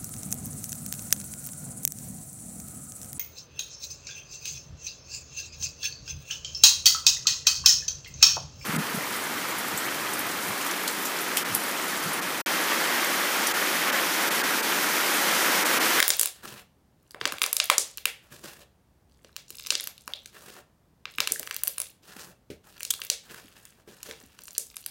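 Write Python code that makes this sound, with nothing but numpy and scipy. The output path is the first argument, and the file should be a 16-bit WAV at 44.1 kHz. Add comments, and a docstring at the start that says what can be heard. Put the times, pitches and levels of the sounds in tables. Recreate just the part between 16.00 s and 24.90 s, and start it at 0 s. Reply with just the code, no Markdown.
"""A small room, a wooden table, the microphone close to a hand kneading soft slime.
At once a squeeze bursts large air pockets: sharp pops over fine crackle; then skin rubs off and bumps the table.
Squeezes return from about 1, 3, 5 and 6.8 s, some with low wet plops; a tiny squeak slips out near 6.9 s.
Films snap and cavities ring, skin lets go in filtered noise slips, plops and bumps knock in decaying sines.
Table reflections, room echoes and a faint rumble and hiss lie under it all; the loudest pops overload."""
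import sys
import numpy as np
from scipy import signal
from scipy.fft import rfft, irfft
from scipy.io import wavfile
from scipy.ndimage import uniform_filter1d

SR = 44100
rng = np.random.default_rng(int(sys.argv[2]) if len(sys.argv) > 2 else 0)


def wav_record(signal):
    """Record a signal, one row per channel, as 16-bit PCM in the file named by sys.argv[1]."""
    frames = np.transpose(np.atleast_2d(signal))
    bounded = np.clip(frames, -1, 1)
    # unit amplitude maps onto the largest positive 16-bit level
    quanta = np.round(bounded * 32767).astype(np.int16)
    wavfile.write(sys.argv[1], SR, quanta)


N = 392490
TOP_HZ = 15900  # upper limit of the microphone and of the random burst pitches


def undb(db):
    """Decibels to gain."""
    return 10 ** (np.asarray(db) / 20)


def unit(x):
    """Scale to an energy of one."""
    return x / np.sqrt(np.sum(x ** 2) + 1e-18)


def seconds(length):
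    """A time axis in seconds."""
    return np.arange(int(length * SR)) / SR


def add(track, s, x):
    """Mix a short sound into a track at a time in seconds."""
    i = int(np.clip(s * SR, 0, N - 1))
    track[i:i + len(x)] += x[:N - i]


def lookup(points, hz):
    """Read (f/Hz, value) points on a log-frequency axis."""
    f, value = np.transpose(points)
    return np.interp(np.log(hz + 1), np.log(f), value)


def shape(x, points):
    """Filter a sound by (f/Hz, level/dB) points."""
    gain = undb(lookup(points, np.fft.rfftfreq(len(x), 1 / SR)))
    return irfft(rfft(x) * gain, len(x))


def colour(x, points):
    """Filter a sound by a spectrum and scale it to an rms of one."""
    y = shape(x, points)
    return y / np.std(y)


def ring(x, hz, q):
    """A two-pole resonance, with the same shape high in the treble as lower down."""
    f = np.fft.rfftfreq(len(x), 1 / SR) + 1e-3  # avoids dividing by zero
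    return irfft(rfft(x) / (1 + 1j * q * (f / hz - hz / f)), len(x))


def wander(rate):
    """Smooth random drift with a spread of one, from `rate` random steps per second."""
    k = max(int(SR / rate), 1)
    steps = np.repeat(rng.standard_normal(N // k + 1), k)[:N]
    y = uniform_filter1d(steps, k)
    return y / np.std(y)


def pop(hz, q, snap_db, snap_hz=6500, snap_q=0.27, tear_s=.0001, edge=1.0,
        skin_hz=480, skin_s=.0016, sag_s=0.0016, sag_by=.6, skin_db=-22.0):
    """A film tears with a snap, its air pocket rings briefly, and the slime skin shakes, most for low pockets."""
    t, q = np.arange(512) / SR, max(q, .3)
    kick = signal.unit_impulse(len(t), 8)
    # a pocket takes time to open, so its ring has a steep upper edge
    edge_hz = min(hz * (1 + edge / q), .45 * SR)
    opening = signal.lfilter(*signal.butter(4, edge_hz, fs=SR), kick)
    cavity = unit(ring(ring(opening, hz, q), hz, q))
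    tear = rng.standard_normal(len(t)) * np.exp(-t / tear_s)
    tear = np.roll(tear, shift=np.argmax(kick))
    snap = unit(ring(.5 * unit(tear) + kick, snap_hz, snap_q))
    # the slackening skin drops in pitch: a wet plop
    sag = skin_hz * 2 ** (0.23 * rng.standard_normal()) * (1 + sag_by * np.exp(-t / sag_s))
    plop = np.sin(2 * np.pi * np.cumsum(sag) / SR) * np.exp(-t / skin_s)
    skin = unit(plop * np.sin(np.pi * t / t[-1])) * (2500 / hz) ** .45
    return unit(cavity + undb(snap_db) * snap + undb(skin_db) * skin)


# the large air pockets, each heard as its own pop:
# (t/s, energy level/dB, cavity f/Hz, cavity Q [at least 0.3 is used], film snap level/dB re cavity)
POCKETS = [(0.0022, 11.5, 2080, 2.1, 2.5), (0.0271, 14, 1960, 1.2, 7.5), (0.08, 9, 12000, 0.79, -3.5),
           (0.091, 3.5, 14500, .65, -9.5), (0.104, 11.5, 6800, 0.84, 7.5), (0.1954, 10, 9600, 0.89, 0.5),
           (0.2126, 8.5, 9840, 1.1, 3.5), (0.2317, 3, 12000, 2.7, 4), (0.258, 4, 11300, 1.9, 11),
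           (1.1088, -22.5, 4830, 3.7, 0), (1.117, -28, 10100, 1, -1), (1.1459, -14, 900, 0.37, -15),
           (1.213, -3.5, 1720, 0.46, -23.5), (1.2546, 5.5, 2130, 0.37, -21), (1.2758, -7.5, 3280, .3, -30),
           (1.3224, -4.5, 1430, 0.69, -1), (1.3392, -14.5, 1530, 3.7, -16), (1.3837, -12, 3140, .7, -4.5),
           (1.4177, 5.5, 2920, 0.58, -7.5), (1.4217, -3.5, 7120, 2.5, 4.5), (1.433, 0.5, 10500, 2.2, -10),
           (1.4393, 2, 2800, .5, -14), (1.4626, -1, 1250, 0.35, 9), (1.5293, 4.5, 11300, 1.5, -3.5),
           (1.5671, 4.5, 7700, 0.52, -5.5), (1.6008, 8.5, 3540, 0.59, -25.5),
           (1.6417, -4.5, 14500, .45, -6.5), (1.656, -9.5, 14500, .65, -16), (1.6999, 14, 2200, 0.37, -5.5),
           (1.7812, 13.5, 7300, 0.95, -16), (1.9737, -9, 14500, 1.7, 0), (1.9814, -12, 3400, 0.72, -20),
           (2.0555, 7, 2790, 1.55, 0), (3.2467, -26, 2880, 0.41, -22), (3.3647, -7, 4800, 0.47, 4),
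           (3.5045, -13, 4530, 0.49, 18), (3.598, -16.5, 3350, 0.62, -27.5), (3.663, -13, 4250, 0.59, -19),
           (3.6698, -7.5, 6200, 4.9, 4), (3.7052, 8, 4280, 0.71, -29.5), (3.723, -9.5, 1430, 1.4, 3.5),
           (3.753, 1.5, 4260, 0.94, -22), (3.7991, -7, 3980, 0.9, -24), (3.8083, -7, 11400, 1.9, 7),
           (3.84, -9.5, 12800, 2, -11), (3.873, -5.5, 12600, 3.5, 2), (3.9794, -22, 3980, 1.6, -4),
           (4.0778, -10, 1300, 0.34, -2.5), (4.1358, -5, 3600, 2.6, -16), (4.259, -16.5, 4530, .45, -20),
           (5.055, -8.5, 2350, 0.73, -18), (5.1843, 0, 2160, 1.24, -11), (5.204, 6, 4200, 0.5, 4),
           (5.274, 1.5, 3360, 0.62, -7), (5.321, 6, 9000, 0.93, -20), (5.359, -14, 1770, 4, -28),
           (5.3959, -4.5, 13000, 1.6, 8), (5.43, -12, 2530, 0.92, 2), (5.474, -10, 2000, 1.1, -2),
           (5.5106, -4, 2380, 1.2, -4), (5.5443, -11, 9840, 0.95, 0), (5.5645, -3.5, 13590, 1.8, 5),
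           (5.6355, 3.5, 11800, 0.99, -3), (5.674, -4.5, 11300, 2.4, 6.5), (5.679, 3.5, 12800, 2, -13.5),
           (5.7821, -3, 10400, 3, -1), (5.8013, -1, 10500, 4.7, -3), (5.817, -5, 9840, 2.3, 22),
           (6.8064, -11, 2390, 2.2, -1.5), (6.8315, -5.5, 8650, 0.48, 14), (6.8509, -6.5, 5640, 0.55, -14),
           (6.9382, -6, 4600, 2.4, 4), (7.0176, -6.5, 2970, 1.1, -6), (7.0375, -16, 12000, 1.1, -2),
           (7.0493, -12, 14700, 1.3, -2), (7.1005, 7.5, 5600, 0.65, -12.5), (7.6533, -21, 9180, 0.68, 2),
           (8.0307, -12, 7200, 0.37, 4), (8.1115, -13, 2260, .4, -27), (8.3901, -21, 2370, 0.31, -15),
           (8.4815, -18.5, 2660, 0.23, -23), (8.581, 4.5, 8550, 0.91, -16.5), (8.7677, -9, 11700, 3.8, 11),
           (8.8626, -4.5, 11940, 2.9, 19)]


def pops(count=3, weaker_db=-24.5, lag_s=.0025, lag_spread_s=.0022, spread_db=4.5, spread_octaves=0.55):
    """Large pockets burst one by one, each taking a few weak neighbours with it, mostly just after."""
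    out = np.zeros(N)
    chance = rng.standard_normal((len(POCKETS), count, 3))
    for (s, db, hz, q, snap_db), neighbours in zip(POCKETS, chance):
        # the kick inside a pop comes about 0.2 ms after its start
        add(out, s - .0002, undb(db) * pop(hz, q, snap_db))
        for lag, size, pitch in neighbours:
            burst = pop(min(hz * 2 ** (spread_octaves * pitch), TOP_HZ), q, snap_db)
            level = undb(db + weaker_db + spread_db * size)
            add(out, s + lag_s + lag_spread_s * lag, level * burst)
    return out


# squeezes that burst the smaller bubbles:
# (start t/s, end t/s, bubble energy level/dB before the crackle trim, middle f/Hz)
SQUEEZES = [(0, 0.292, -13.5, 8400), (0.989, 1.201, -46.5, 5000), (1.191, 1.94, -27, 5440),
            (3.091, 3.478, -43, 4970), (3.475, 3.904, -24, 6500), (3.948, 4.3, -37, 5950),
            (5.082, 5.922, -26.5, 5840), (6.758, 7.08, -24, 7450), (7.397, 7.734, -36, 6500),
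            (7.9, 8.302, -36.5, 5900), (8.386, 8.619, -24, 7100), (8.614, 8.9, -30.5, 7800)]


def crackle(rate=180, spread_db=5.5, spread_octaves=.9, q=1.4, snap_db=-10, trim_db=-4,
            grip_s=0.068, ease_s=0.04, slack_db=-6):
    """Small bubbles burst at random under pressure, weaker as the grip tightens and as it eases."""
    out = np.zeros(N)
    chance = rng.standard_normal((int(rate * N / SR), 3))
    for k, (slip, size, pitch) in enumerate(chance):
        s = (k + slip) / rate
        for start, end, db, hz in SQUEEZES:
            if start < s < end:
                grip = min(1, (s - start) / grip_s, (end - s) / ease_s)
                energy_db = trim_db + db + slack_db * (1 - grip) + spread_db * min(size, 2)
                burst = pop(min(hz * 2 ** (spread_octaves * pitch), TOP_HZ), q, snap_db)
                add(out, s, undb(energy_db) * burst)
    return out


def squeak(start=6.9045, from_hz=3100, to_hz=3800, db=-23, air_db=1):
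    """Air forced through a pinhole flutters its rim; the pitch rises as the pocket empties."""
    out, t = np.zeros(N), seconds(.0135)
    u = t / t[-1]
    flutter_hz = 900 * rng.standard_normal(len(t))
    phase = 2 * np.pi * np.cumsum(from_hz + (to_hz - from_hz) * u + flutter_hz) / SR
    tone = sum(undb(-4 * k) * np.sin((k + 1) * phase) for k in range(4))
    air = ring(rng.standard_normal(len(t)), 8300, 1.7)
    hiss = undb(air_db) * 2 * (1 - u) * air / np.std(air)
    swell = np.sin(np.pi * np.sqrt(u))
    add(out, start, undb(db) * swell * (tone + hiss))
    return out


def slide(length, attack_s=0.038, sag_db_per_s=39, release_s=0.033):
    """Pressure of one slide: it swells, weakens as the skin peels away, then lets go."""
    t = seconds(length + release_s)
    contact = np.minimum(np.minimum(t / attack_s, (t[-1] - t) / release_s), 1)
    return np.sin(np.pi / 2 * contact) ** 2 * undb(-sag_db_per_s * t)


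# skin sliding off the slime: (start t/s, length t/s before the release, level/dB before sag and trim)
RUBS = [(0.333, 0.12, -52.5), (0.418, 0.19, -40), (2.2, 0.12, -58), (2.298, 0.11, -48), (2.415, 0.078, -39),
        (2.491, 0.13, -45.5), (4.312, 0.073, -45.5), (4.397, .2, -43), (6.01, 0.074, -54),
        (6.068, 0.099, -47), (6.147, 0.16, -43), (6.628, 0.14, -50.5), (7.218, 0.15, -52.5),
        (7.289, 0.11, -44.5), (7.391, 0.18, -56), (7.543, 0.15, -53.5), (7.697, 0.12, -62),
        (7.854, 0.19, -50.5), (8.038, 0.08, -43), (8.125, 0.13, -56), (8.268, 0.14, -58.5)]
# spectrum of the sticky skin contact: (f/Hz, level/dB)
RUB_COLOUR = [(59, -45), (100, -12), (202, -1), (271, -12.5), (358, -3.5), (662, -11), (1760, -4.5),
              (2130, -13.5), (2690, -7.5), (3540, -11.5), (4290, -11.5), (16000, -16.5)]


def rubbing(trim_db=-2, grain_db=5, flutter_db=2.5, patchy_db=4.5):
    """Skin lets go of the sticky surface in countless tiny slips; their colour shifts as the contact moves."""
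    pressure = np.zeros(N)
    for s, length, level_db in RUBS:
        add(pressure, s, undb(level_db) * slide(length))
    grain = undb(grain_db * np.minimum(rng.exponential(size=N), 5))
    slips = rng.standard_normal(N) * grain
    # peel off one band after another, each with its own drifting level
    lumpy = 0
    for hz in 250 * 2 ** np.arange(0, 5, .7):
        low = signal.sosfiltfilt(signal.butter(2, hz, fs=SR, output="sos"), slips)
        lumpy, slips = lumpy + low * undb(patchy_db * wander(45)), slips - low
    flutter = undb(trim_db + flutter_db * wander(130))
    return colour(lumpy + slips, RUB_COLOUR) * pressure * flutter


# low plops of wet slime bubbles, and soft bumps of hand and slime on the table:
# (t/s, level/dB, knock f/Hz)
PLOPS_AND_BUMPS = [(0.444, -40, 320), (1.214, -33.5, 421), (1.257, -34.5, 362), (1.323, -38.5, 327),
                   (2.445, -40.5, 357), (3.246, -46.5, 543), (3.505, -48, 434), (3.724, -43, 375.5),
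                   (5.187, -40.5, 329), (5.31, -34, 458), (5.398, -36, 616), (6.502, -28.5, 393),
                   (7.446, -43, 299), (7.876, -38.5, 404), (8.088, -34, 517), (8.236, -45, 261)]
# modes of the short hollow knock: (multiple of the knock f, level/dB, t60/s)
KNOCK_MODES = [(1 / 3, -17, .1), (1 / 2, -14, .09), (3 / 4, -6, .07), (7 / 8, 0, .09), (1, -1, .08),
               (2, -24, .06)]


def plops_and_bumps(pat_db=-14, pat_s=0.026, pat_hz=1700, pat_q=0.75, push_s=0.00086, thud_db=-14):
    """A low plop or a soft bump: a short hollow knock, a dull thud and a brief pat of noise."""
    out, t = np.zeros(N), seconds(.25)
    for s, db, hz in PLOPS_AND_BUMPS:
        pitches = hz * (1 + .015 * rng.standard_normal(len(KNOCK_MODES)))
        knock = 0
        for (ratio, gain, t60), f in zip(KNOCK_MODES, pitches):
            knock = knock + undb(gain - 60 * t / t60) * np.sin(2 * np.pi * ratio * f * t)
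        noise = rng.standard_normal(len(t)) * np.exp(-t / pat_s)
        pat = 2 * undb(pat_db) * ring(noise, pat_hz, pat_q)
        thud = 10 * undb(thud_db) * ring(ring(noise, hz / 2, 0.45), hz / 2, 0.45)
        push = 1 - np.exp(-t / push_s)
        add(out, s, undb(db) * ((.5 * knock + thud) * push + pat))
    return out


def mirrored(x, bounce=1.0, bounce_s=.00072, scatter_db=-10, scatter_s=0.0035):
    """The table top mirrors each burst after a drifting delay; fingers and nearby things scatter it."""
    i, t = np.arange(N), seconds(0.01)
    lag = (SR * bounce_s * (1 + 0.11 * wander(8.3))).astype(int)
    paths = unit(rng.standard_normal(len(t)) * np.exp(-t / scatter_s) * (t > .0008))
    reflected = bounce * x[np.clip(i - lag, 0, N - 1)]
    scattered = undb(scatter_db) * signal.fftconvolve(x, paths)[:N]
    return (x + reflected) / np.hypot(1, bounce) + scattered


# spectrum of the echoes: (f/Hz, level/dB)
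ROOM_COLOUR = [(100, 1), (300, 0), (460, 4), (650, 6.5), (950, -0.5), (1500, -1), (3000, -1.5),
               (6000, -2.5), (10000, -1.5), (16000, -6.5)]
# how long the echoes last: (f/Hz, t60/s)
ROOM_DECAY = [(200, 0.32), (550, 0.39), (1400, .37), (3700, 0.39), (9000, 0.26), (15000, 0.26)]


def room(x, db=-7.5, first_s=.0115, early_db=3, early_s=0.023):
    """Bare walls answer after a short gap with a dense cluster of echoes, then a smooth tail."""
    t = seconds(.6)
    uneven = undb(3.3 * rng.standard_normal(len(t)) * np.exp(-t / .03))
    echoes = rng.standard_normal(len(t)) * uneven
    # each frequency band fades at its own rate
    f, s, bands = signal.stft(echoes, SR, nperseg=256)
    fade = undb(-60 * s / lookup(ROOM_DECAY, f)[:, None])
    tail = signal.istft(bands * fade, SR)[1][:len(t)]
    cluster = undb(early_db * np.exp(-((t - early_s) / early_s) ** 2))
    tail = shape(unit(tail * cluster), ROOM_COLOUR)
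    response = np.r_[np.zeros(int(first_s * SR)), tail[:len(t) * 3 // 4]]
    return undb(db) * signal.fftconvolve(x, response)[:N]


# spectrum of the indoor background: (f/Hz, level/dB)
FLOOR = [(15, -45.5), (28, -22), (45, -12.5), (64, -6), (100, -10.5), (130, -9), (240, -14.5), (400, -20.5),
         (840, -24.5), (2500, -36.5), (8800, -41.5), (16000, -42.5)]


def background(db=-64):
    """A faint indoor rumble and hiss: steady noise weighted to the bass, at an rms level in dB."""
    return undb(db) * colour(rng.standard_normal(N), FLOOR)


def scene(rub_room_db=-1, low_room_db=-5):
    """Slime, hand and table close by, their echoes in the room, and the background."""
    bubbles, skin, lows, pinhole = pops() + crackle(), rubbing(), plops_and_bumps(), squeak()
    floor = background()
    # the pinhole points at the microphone, so the walls get less of it
    echo = room(bubbles + undb(rub_room_db) * skin + undb(low_room_db) * lows + .5 * pinhole)
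    return (mirrored(bubbles) + skin + lows + pinhole + echo + floor)[None]


def record(dry, ceiling=0.84):
    """The microphone flattens the loudest peaks, leaving the bass clean; the top is cut."""
    excess = dry - dry / (1 + (dry / ceiling) ** 4) ** (1 / 4)
    # only the part of the flattening above 700 Hz is applied
    above_bass = signal.butter(2, 700, "high", fs=SR, output="sos")
    limited = dry - signal.sosfiltfilt(above_bass, excess)
    return signal.sosfilt(signal.ellip(8, .2, 70, TOP_HZ, fs=SR, output="sos"), limited)


dry = scene()
out = record(dry)
wav_record(out)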